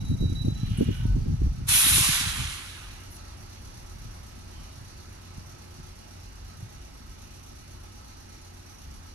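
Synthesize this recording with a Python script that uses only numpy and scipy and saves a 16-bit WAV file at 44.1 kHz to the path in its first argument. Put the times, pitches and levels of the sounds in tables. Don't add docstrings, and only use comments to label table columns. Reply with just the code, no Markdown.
import sys
import numpy as np
from scipy import signal
from scipy.fft import rfft, irfft, next_fast_len
from scipy.io import wavfile
from scipy.ndimage import uniform_filter1d

SR = 44100
rng = np.random.default_rng(int(sys.argv[2]) if len(sys.argv) > 2 else 0)


def wrap_up_sound(samples):
    columns = np.atleast_2d(samples).T
    tamed = np.clip(columns, -1, 1)
    steps = np.round(tamed * 32767).astype(np.int16)
    wavfile.write(sys.argv[1], SR, steps)


def field_ratio(decibels):
    return 10 ** (np.asarray(decibels, dtype=float) / 20)


N = 403192
T = np.arange(N) / SR
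SIZE = next_fast_len(N)
HZ = np.fft.rfftfreq(SIZE, 1 / SR)
LOG_HZ = np.log(HZ + 1)


def evened(x):
    return x / np.sqrt(np.mean(x ** 2) + 1e-20)


def read(points):
    f, value = np.transpose(points)
    return np.interp(LOG_HZ, np.log(f + 1), value)


def curves(rows):
    s, *columns = np.transpose(rows)
    inside = (T >= s[0]) & (T <= s[-1])
    gate = uniform_filter1d(1. * inside, size=400)
    return gate, *(np.interp(T, s, c) for c in columns)


# (frequency [Hz], likeness [0-1])
PORT_LIKENESS = [(60, 1), (180, .88), (280, .88), (400, .72), (550, .55), (750, .69), (1200, .1),
                 (1700, .3), (3000, .3), (8000, .1)]
# (frequency [Hz], phase [rad])
PORT_LEAD = [(30, 0), (90, -.1), (170, -.42), (280, -.4), (390, -1.15), (500, -2.2), (750, -2.4),
             (2200, -8), (3000, -7.9), (4700, -9), (10000, -9)]


def noise(gain, same=PORT_LIKENESS, lead=PORT_LEAD):
    a, b, c, d = rng.standard_normal((4, len(HZ)))
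    like = np.clip(read(same), 0, 1)
    left = a + 1j * b
    right = like * left * np.exp(-1j * read(lead)) + np.sqrt(1 - like ** 2) * (c + 1j * d)
    return evened(irfft(np.array([left, right]) * gain, SIZE)[:, :N])


def band(lo_hz, hi_hz):
    def above(hz):
        return 1 / (1 + (hz / (HZ + 1)) ** 6)
    return np.sqrt(above(lo_hz) * (1 - above(hi_hz)))


def peak(hz, width):
    return 1 / (1 + ((HZ - hz) / width) ** 2)


def flicker(top_hz):
    hz = HZ[:SIZE // 128 + 1]
    z = rfft(rng.standard_normal(2 * len(hz) - 2)) / np.sqrt(hz + 2) / (1 + (hz / top_hz) ** 4)
    slow = irfft(z * (hz > .3))
    return evened(np.interp(T, np.linspace(0, SIZE / SR, len(slow)), slow))


def swell(t, s, db, rise, hold, fall):
    before, after = np.maximum(s - t, 0), np.maximum(t - s - hold, 0)
    return field_ratio(db - 20 * before / rise - 20 * after / fall)


# (time [s], level [dB], valve puffs relative to it [dB])
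HUM_LEVEL = [(0.0, -60.5, 5.5), (0.22, -62, 4.5), (0.36, -61.5, 3), (0.55, -61.5, 1.5), (0.8, -60.5, -0.5),
             (1.6, -61.5, -2), (3.3, -59.5, 0), (6, -61, 0), (9.14, -61.5, 1.5)]
# (frequency [Hz], level [dB per Hz])
HUM_COLOUR = [(88, -21.5), (150, -10), (244, -8.5), (359, -7.5), (428, -11), (827, -8), (1060, -11),
              (1320, -11), (1700, -14), (2810, -15.5), (3100, -19.5), (5760, -16.5), (7130, -24.5),
              (11600, -25.5), (12600, -33.5), (14400, -37), (15500, -41)]
# (frequency [Hz], width [Hz], level [dB])
FANS = [(833.4, 45.6, -4), (1298.6, 28, -5.5), (4386, 625, -1), (5614, 64, -7.5), (6020, 180, -10.5),
        (6597, 226, -10)]
# (frequency [Hz], level [dB])
MOTOR_TONES = [(89.4, 11.5), (219, -7), (277, -8), (361, -6), (2880, -12.5), (4265, -20.5), (5545, -18)]
# (place in the turn [0-1], puff level [dB], decay [s])
VALVES = [
    (.08, 4, .012),
    (.37, 8.5, .022),
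    (.645, 10.5, .013),
    (.82, 5, .025),
]
# (frequency [Hz], level [dB per Hz])
PUFF_COLOUR = [(1500, -24), (3000, -10), (4400, -8), (5150, -9), (5800, 4.5), (7600, -12), (10500, -5),
               (11300, -4.5), (12500, -12), (15500, -29)]
TURNS_PER_S = 8.128
FAN_THROB_DB, FAN_THROB_PLACE = 1.6, .85


def machinery():
    _, level_db, puff_db = curves(HUM_LEVEL)
    hum = field_ratio(7.5 + 0.136 * flicker(top_hz=14.0)) * noise(field_ratio(read(HUM_COLOUR)) * band(130.0, 19900))

    fans = sum(field_ratio(db) * peak(hz, width) / np.sqrt(width / 40) for hz, width, db in FANS)
    throb_db = FAN_THROB_DB * np.cos(2 * np.pi * (T * TURNS_PER_S - FAN_THROB_PLACE))
    hum += field_ratio(1.9 + throb_db + 1.2 * flicker(top_hz=5.5)) * noise(fans)

    for hz, db in MOTOR_TONES:
        turn = 2 * np.pi * np.cumsum(hz + 1.3018 * flicker(top_hz=2.1)) / SR
        hum += field_ratio(db + 1.8 * flicker(top_hz=7)) * np.sin(turn)

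    flow = np.zeros(N)
    for place, db, decay in VALVES:
        since = (T * TURNS_PER_S - place) % 1 / TURNS_PER_S
        flow += field_ratio(db) * (1 - np.exp(-since / 0.00413)) * np.exp(-since / decay)
    puffs = field_ratio(puff_db + 0.97 * flicker(top_hz=2.55)) * flow * noise(field_ratio(read(PUFF_COLOUR)))

    since = (T * TURNS_PER_S - .05) % 1 / TURNS_PER_S
    thump = field_ratio(5.5 + 2.4 * flicker(top_hz=6)) * np.exp(-since / 0.036) * np.sin(2 * np.pi * 90 * since)
    return field_ratio(level_db) * (hum + puffs + thump)


# time [s], length [s], frequency [Hz], width [Hz], level [dB]
CREAK = (4.6, .075, 3110, 120, -60)


def creak():
    s, length, hz, width, db = CREAK
    return field_ratio(db) * np.exp(-((T - s) / length) ** 2) * noise(peak(hz, width))


# (time [s], level [dB])
WIND_PRESSURE = [(0.0, -30.5), (0.1, -46.5), (0.25, -32), (0.86, -37.5), (1.14, -26.5), (1.35, -37),
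                 (1.47, -25), (1.55, -37.5), (2.47, -40.5), (2.6, -49.5), (4.2, -45.5), (5.65, -53),
                 (5.9, -47), (6.01, -53.5), (6.49, -48.5), (8.76, -53), (8.88, -47), (9.14, -51.5)]
# (time of the peak [s], level [dB], time to fall 20 dB either side [s], sharp edge relative [dB])
GUSTS = [(.035, -25.5, 0.03, -30), (.125, -21, 0.1336, -15), (.24, -22, 0.1, -5), (.325, -26.5, 0.0545, -3),
         (.415, -24.5, 0.23, -20.5), (.475, -29.5, .11, 0), (.56, -27.5, 0.01, -13.5),
         (.63, -32.5, 0.22, -22.5), (0.691, -27.5, 0.28, -22), (0.816, -28.5, 0.0482, 10.5),
         (.89, -22.5, 0.07, -4), (1.06, -25, 0.0231, -6), (1.095, -25, 0.1, -19), (1.171, -23, 0.0951, -5),
         (1.27, -25, 0.1049, -10), (1.336, -22.5, 0.09, -24), (1.421, -21.5, 0.04, -13),
         (1.475, -26.5, 0.07, -10), (1.62, -31.5, 0.09, -15.5), (1.73, -32.5, 0.21, -8.5),
         (1.92, -31, 0.14, -8.5), (1.995, -24.5, 0.0881, -11), (2.095, -34.5, 0.07, -11),
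         (2.27, -29.5, 0.0731, -16.5), (2.405, -27, 0.0932, -14), (4.06, -37.5, 0.1949, -24.5),
         (4.78, -47.5, 0.22, -32), (5.385, -43.5, 0.3, -19.5), (5.8, -48, 0.36, -20.5),
         (6.63, -44, 0.26, -21)]
LULL_DB, EDGE_LULL_DB = -3, -58.5
EDGE_NARROW = 0.617


def gusts():
    t = T[::64]
    body = field_ratio(np.interp(t, *np.transpose(WIND_PRESSURE)) + LULL_DB) ** 2
    edge = field_ratio(EDGE_LULL_DB) ** 2
    for s, db, width, edge_db in GUSTS:
        edge_width = EDGE_NARROW * width
        body = body + swell(t, s, db, width, 0, width) ** 2
        edge = edge + swell(t, s, db + edge_db, edge_width, 0, edge_width) ** 2
    return np.interp(T, t, np.sqrt(body)), np.interp(T, t, np.sqrt(edge))


def pushes(rows, trim_db, damping, lag):
    out = np.zeros((2, N))
    for s, db, hz, pan_db in rows:
        at = round(s * SR)
        u = np.maximum(T[:2400] - .002 + np.array([[0], [lag]]), 0) * hz / damping
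        push = (u / 3) ** 3 * np.exp(3 - u) * np.cos(2 * np.pi * damping * u)
        out[:, at - 90:at + 2310] += field_ratio(db + trim_db + np.array([[.5], [-.5]]) * pan_db) * push
    return out


# (frequency [Hz], level [dB per Hz])
BODY_COLOUR = [(8.8, -39.5), (15, -14), (43, 2), (97, 0), (193, -8.5), (228, -11.5), (280, -17.5),
               (335, -22), (400, -20), (520, -43), (880, -120)]
# (frequency [Hz], level [dB per Hz])
EDGE_COLOUR = [(60, -11), (150, -15), (230, -1), (330, -8), (450, -15), (650, -30.5), (1000, -61.5)]
# (frequency [Hz], likeness [0-1])
WIND_LIKENESS = [(30, .99), (70, .94), (130, .7), (200, .55), (300, .8), (500, .9), (800, .6)]
# (frequency [Hz], phase [rad])
WIND_LEAD = [(30, -.03), (90, -.12), (170, -.7), (260, -1.5), (350, -2.2), (500, -2.8), (800, -3.1)]
# (time [s], peak level [dB], pitch [Hz], left over right [dB])
SLAPS = [(0.04, -31, 198.7, 3), (0.113, -20.5, 200, -2), (0.21, -26.5, 199.5, -8), (0.225, -25, 282, -9.5),
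         (0.298, -27.5, 235, -4), (0.447, -20, 199.3, -1.5), (0.482, -18, 227.3, -6),
         (0.632, -27.5, 225, -1.5), (0.785, -21, 197, -1.5), (0.809, -13.5, 300, -2.5),
         (0.905, -24.5, 255, 0.5), (1.053, -24.5, 266.6, 1), (1.164, -22.5, 204.4, -6.5),
         (1.296, -26, 205.2, 0), (1.417, -24.5, 244, 0), (1.463, -28, 201.5, -7), (1.864, -26, 254.6, 0.5),
         (1.981, -24.5, 333, -3.5), (2.088, -26, 206, -5.5), (2.209, -32, 199, 6),
         (2.384, -40, 201.7, -2.5), (5.377, -39, 201.5, -5), (5.79, -55, 202.3, 1),
         (6.628, -55.5, 201.9, -1.5)]
# (time [s], peak level [dB], pitch [Hz], left over right [dB])
THUMPS = [(0.11, -21.0, 141.3, -1.5), (0.138, -20, 107.0, 0.6), (0.207, -18, 126, -1.77),
          (0.221, -21.0, 116.0, -2.5), (0.252, -14.5, 106.0, -0.5), (0.317, -20.5, 101.0, -0.5),
          (0.407, -22, 98, -3.5), (0.456, -19, 122.2, 2.0), (0.481, -19.5, 123.0, 1.1),
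          (0.497, -22.5, 109.2, -1), (0.52, -20, 123.3, -1.0), (0.63, -18.5, 125.5, 0.1),
          (0.712, -23.5, 117, 0.74), (0.784, -20, 127.5, -1.37), (0.813, -21.5, 114.7, 0.55),
          (0.857, -24.5, 102.0, -1.5), (0.905, -20, 106.0, 1.88), (1.05, -20.0, 119.2, -3.5),
          (1.09, -16, 85.9, 0.07), (1.144, -18.0, 101.7, 0.5), (1.177, -17.5, 103.8, -0.9),
          (1.217, -21, 102.0, -6), (1.337, -18, 109.4, -0.48), (1.439, -19, 92, 3),
          (1.466, -22.5, 100.6, -5), (1.516, -25.5, 105.0, 1.17), (1.585, -26.5, 109.0, 0.7),
          (1.618, -29, 110.0, -0.62), (1.656, -27.0, 113.0, -0.5), (1.689, -28.5, 102.0, -3.5),
          (1.714, -29.0, 128.0, 2.34), (1.747, -30, 116.0, 2), (1.857, -29.5, 105.7, -0.17),
          (1.916, -27, 99.3, 1.5), (1.95, -23, 100.0, -0.72), (1.969, -21, 114.0, -0.5),
          (2.005, -19.5, 111.0, -1.73), (2.091, -24, 117.5, -2.5), (2.234, -29, 101.4, 0.2),
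          (2.268, -23, 108.3, 1.6), (2.287, -29, 89.0, 1), (2.397, -24.5, 97.7, -1.82),
          (2.448, -29.0, 92.0, -0.5), (2.473, -32.0, 84.0, 0.2), (4.809, -33.5, 103.0, -1.6),
          (5.378, -30, 130, -1.3), (5.797, -33.5, 121.2, 2.48), (6.625, -30, 109.0, -1.1),
          (6.653, -37, 109.4, 0), (7.74, -38, 85.0, 0.87)]


def wind():
    slow_db = curves(WIND_PRESSURE)[1]
    body, edge = gusts()
    smooth_db = uniform_filter1d(20 * np.log10(body), size=8000)
    strength = np.clip((smooth_db + 56.5) / 18, .15, 1)
    flutter = strength * flicker(top_hz=46.95)
    colour = field_ratio(read(BODY_COLOUR))

    body_gain = body * field_ratio(-5.5 + 5.47 * (1 - strength) + 2.8 * flutter)
    out = body_gain * noise(colour * band(91.2, 216.7), WIND_LIKENESS, WIND_LEAD)

    surge = (body / uniform_filter1d(body, size=12000)) ** 0.415
    rumble_gain = surge * field_ratio(slow_db + 1.01 + 0.9235 * flicker(top_hz=5.1))
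    out += rumble_gain * noise(colour * band(8.5, 65.2), WIND_LIKENESS, WIND_LEAD)

    out += edge * field_ratio(2.5 * flutter - 1.0) * noise(field_ratio(read(EDGE_COLOUR)), WIND_LIKENESS, WIND_LEAD)
    slaps = pushes(SLAPS, trim_db=2.0, damping=0.239, lag=0.000822)
    thumps = pushes(THUMPS, trim_db=0.69, damping=0.2415, lag=0.000646)
    return out + slaps + thumps


# (frequency [Hz], likeness [0-1])
JET_LIKENESS = [(500, 0.54), (800, 0.19), (1500, 0.964), (2300, 0.113), (3300, 0.346), (5000, 0.27),
                (9500, 0.28), (15000, 0.286)]
# (frequency [Hz], phase [rad])
JET_LEAD = [(0, 2), (520, 0.5), (1640, -1.16), (3620, -4.5), (4390, -8), (5430, -7.5), (9470, -4),
            (10700, -7.5), (13700, -9.5), (15200, 7)]
# (time [s], peak level [dB], rise [s], fall [s], centre frequency [Hz])
SPITS = [
    (.772, -42, .0038, .011, 9700),
    (.79, -54, .01, .025, 10200),
    (.814, -54, .003, .012, 12800),
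    (.838, -48, .004, .009, 10250),
    (.94, -56, .02, .0375, 10650),
    (1.062, -56, .005, .007, 10700),
    (3.095, -51, .025, .03, 11500),
    (3.135, -51, .033, .005, 10400),
]


def valve_spits():
    out = np.zeros((2, N))
    air = noise(band(5025, 15000), JET_LIKENESS, JET_LEAD)
    for s, db, rise, fall, hz in SPITS:
        at, u = round(s * SR), T[:8000]
        flow = np.minimum(u / rise, 1) * np.exp(-np.maximum(u - rise, 0) / fall)
        nozzle = signal.butter(2, [hz * 0.871, hz * 1.1], "band", fs=SR)
        out[:, at:at + 8000] += field_ratio(db + 6.5) * flow * signal.lfilter(*nozzle, air[:, at:at + 8000])
    return out


# (time [s], level [dB])
RELEASE = [
    (1.66, -82),
    (1.672, -48),
    (1.69, -25),
    (1.76, -21.5),
    (1.94, -23.5),
    (2.13, -30),
    (2.25, -39),
    (2.46, -45.5),
    (3.1, -74),
]
# (frequency [Hz], level [dB per Hz])
JET_COLOUR = [(260, -62), (450, -46), (661, -23), (851, -13.5), (1230, -7.5), (1410, -7), (1840, -6),
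              (3690, -4.5), (4960, -10.5), (6100, -9), (7730, -9.5), (9300, -4), (10300, -2.5),
              (11900, -8.5), (14000, -21.5), (14600, -27), (15500, -42)]
# (low edge [Hz], high edge [Hz], level at full flow [dB], gained [dB], sag to gain most of it [dB])
JET_PARTS = [
    (4650, 6500, -7.5, 11.5, 6.5),
    (1920, 5280, -6.8, 21, 28),
    (300, 2340, -14.5, 27, 22),
]
FULL_S, OPENING = 1.76, .2


def brake_air():
    gate, flow_db = curves(RELEASE)
    sag_db = (flow_db.max() - flow_db) * np.where(T > FULL_S, 1, OPENING)
    colour = field_ratio(read(JET_COLOUR))
    eddies = field_ratio(1.35 * evened(uniform_filter1d(rng.standard_normal(N), size=12)))

    sizzle = noise(colour * band(9760, 19930), JET_LIKENESS, JET_LEAD)
    jet = field_ratio(0.76 * flicker(top_hz=20.6)) * sizzle
    for lo_hz, hi_hz, full_db, gain_db, sag_scale_db in JET_PARTS:
        gained_db = gain_db * (1 - np.exp(-sag_db / sag_scale_db))
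        share_db = full_db + gained_db + 0.77 * flicker(top_hz=15.7)
        jet += field_ratio(share_db) * noise(colour * band(lo_hz, hi_hz), JET_LIKENESS, JET_LEAD)
    hiss = gate * field_ratio(flow_db + 1.2232) * eddies * jet
    return irfft(rfft(hiss, SIZE) * band(289, 21300), SIZE)[:, :N]


# (time [s], length [s], left level [dB], right level [dB], left leads by [rad])
GRABS = [(-.02, .05, -56, -52.5, -.5), (.042, .052, -50, -55.5, -.5), (.1, .056, -53, -50, -.5),
         (.18, .04, -57, -50, -.5), (.213, .055, -58, -44, -.7), (.272, .062, -54, -48, -.7),
         (.352, .03, -45, -43, -.4), (.384, .052, -49, -40, 0), (.448, .024, -40, -53, -1),
         (.482, .028, -43, -49, -2.1), (.51, .028, -49, -48, -1.7), (.552, .036, -47, -48.5, -.2),
         (.599, .028, -52, -45, -.7), (.63, .03, -58, -52, 1.8), (.658, .018, -49, -50, -3.1),
         (.675, .014, -44, -53, -1.1), (.704, .024, -55, -63, -1.5)]
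SQUEAL_HZ, CLIMB_FROM_S, CLIMB_HZ_PER_S = 3895, .29, 245
# (frequency [Hz], level [dB per Hz])
SCRAPE_COLOUR = [(900, -15), (1700, -4), (2300, -1), (2700, 2), (3150, 2), (3600, .5), (4500, -9),
                 (6000, -12.5), (8000, -17.5)]
# time reached [s], level [dB], rise [s per 20 dB], hold [s], fall [s per 20 dB]
SCRAPE_SWELL = (.67, -51.5, .2, .32, .2)
SCRAPE_START_HZ, SCRAPE_SINK_HZ_PER_S = 100, 400
# (frequency [Hz], width [Hz], clean tone [dB])
WHEEL_MODES = [(3100, 230, -12), (2900, 50, 0), (2420, 110, -20), (1540, 90, -10), (1500, 35, 3),
               (934, 40, -2)]
# (time reached [s], level [dB], rise [s per 20 dB], hold [s], fall [s per 20 dB])
MODE_SWELLS = [
    (.74, -52.5, .18, .09, .16),
    (.78, -55.5, .1, .225, .05),
    (.7, -60, .15, .33, .08),
    (.8, -59.5, .12, .11, .12),
    (.95, -60, .04, .155, .1),
    (1.06, -63, .2, .07, .15),
]


def brake_block():
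    n = 2 * SR
    t, out = T[:n], np.zeros((2, N))

    hz = SQUEAL_HZ + CLIMB_HZ_PER_S * np.maximum(t - CLIMB_FROM_S, 0) + 8.5 * flicker(top_hz=70)[:n]
    turn = 2 * np.pi * np.cumsum(hz) / SR
    squeal = np.zeros((2, n))
    for s, length, left_db, right_db, lead in GRABS:
        off_centre = abs(2 * (t[:SR] - s) / length - 1)
        grip = np.sin(np.pi / 2 * np.clip(1.4 * (1.2 - off_centre), 0, 1))
        tone = np.sin(turn[:SR] + np.array([[lead], [0]]))
        squeal[:, :SR] += field_ratio([[left_db], [right_db]]) * grip * tone
    squeal *= field_ratio(2.8 + .9 * flicker(top_hz=40)[:n])

    shift_hz = SCRAPE_START_HZ - SCRAPE_SINK_HZ_PER_S * (t - SCRAPE_SWELL[0])
    scrape = signal.hilbert(noise(field_ratio(read(SCRAPE_COLOUR)))[:, :n])
    scrape = scrape * np.exp(2j * np.pi * np.cumsum(shift_hz) / SR)
    grind = swell(t, *SCRAPE_SWELL) * field_ratio(1.8 * flicker(top_hz=120)[:n]) * scrape.real

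    rubbing = noise(band(500, 5000))[:, :n]
    for (hz, width, tone_db), ring in zip(WHEEL_MODES, MODE_SWELLS):
        resonance = signal.butter(2, [hz - width, hz + width], "band", fs=SR, output="sos")
        mode = evened(signal.sosfilt(resonance, rubbing))
        tone = np.sin(2 * np.pi * np.cumsum(hz + .4 * width * flicker(top_hz=50)[:n]) / SR)
        grind += swell(t, *ring) * field_ratio(1.4 * flicker(top_hz=40)[:n]) * (mode + field_ratio(tone_db) * tone)
    out[:, :n] = squeal + grind
    return out


def scene():
    return machinery() + creak() + wind() + valve_spits() + brake_air() + brake_block()


def low_pass(x):
    return signal.sosfilt(signal.butter(12, 15710, fs=SR, output="sos"), x)


# (frequency [Hz], left over right [dB])
PORT_BALANCE = [(200, 0), (500, -2), (900, -5), (1600, -1), (2100, -5), (2900, -7), (4200, -4.5),
                (5000, -2), (7000, -3), (8500, 2.5), (10500, 6.5), (11500, -8), (12500, -5.5), (14500, -7)]
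# (frequency [Hz], how far they sink below their neighbours in frequency [exponent])
SINK = [(300, 0), (2000, 0.225), (5000, 0.067), (7500, 0.46), (10000, 0), (12500, 0.38), (15000, .8)]
# (frequency [Hz], share lost [0-1])
LOST = [(7000, 0), (7500, .04), (8200, 0), (12000, 0), (13200, .3), (15000, .35), (15500, .6)]
# (time [s], frequency [Hz])
BAND_TOP = [(.75, 15000), (.77, 15800), (.8, 15800), (.82, 14900), (1.65, 14800), (1.67, 15800),
            (1.7, 15800), (1.715, 14500), (1.735, 14500), (1.74, 15600), (1.77, 15600), (1.785, 14400),
            (1.97, 14500), (2.09, 13900), (2.12, 13100), (2.17, 14300), (2.3, 13900), (2.64, 13500),
            (2.95, 15800)]
RAGGED_HZ, RAGGED_SHARE = 2300, .7


def record(dry):
    hz, t, z = signal.stft(dry, SR, nperseg=2048, noverlap=1024, boundary="odd")

    def on_bins(points):
        return np.interp(hz, HZ, read(points))[:, None]

    def nearby(v):
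        return uniform_filter1d(v, size=16, axis=1)

    chance = rng.standard_normal((len(t), len(hz), 2)).T
    patches = evened(uniform_filter1d(uniform_filter1d(chance[0], size=20, axis=0), size=4, axis=1))
    balance_db = np.array([[[.5]], [[-.5]]]) * on_bins(PORT_BALANCE)
    z = z * field_ratio(1.0177 * patches * (hz[:, None] > 500) + balance_db)

    size = abs(z) + 1e-12
    sunk = z * (size / nearby(size)) ** np.clip(on_bins(SINK), 0, 2)
    sunk *= np.sqrt(nearby(size ** 2) / nearby(abs(sunk) ** 2 + 1e-24))

    lottery = np.repeat(rng.random((len(t), 65)), 16, axis=1).T[:len(hz)]
    top_hz = np.interp(t, *np.transpose(BAND_TOP))
    kept = (hz[:, None] < top_hz) & ((lottery > on_bins(LOST)) | (abs(t - 2.15) < .5))

    depth = np.clip(1 - (top_hz - hz[:, None]) / RAGGED_HZ, 0, 1)
    ragged = RAGGED_SHARE * depth * (abs(t - 2.2) < .5)
    lines = np.repeat(np.repeat(rng.random((257, len(t) // 2 + 1)), 4, axis=0), 2, axis=1)
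    kept = kept & (lines[:len(hz), :len(t)] > ragged)

    x = signal.istft(sunk * kept, SR, nperseg=2048, noverlap=1024)[1][:, :N]
    mix = x * np.minimum(T / .008, 1)
    return low_pass(mix)


dry = scene()
out = record(dry)
wrap_up_sound(out)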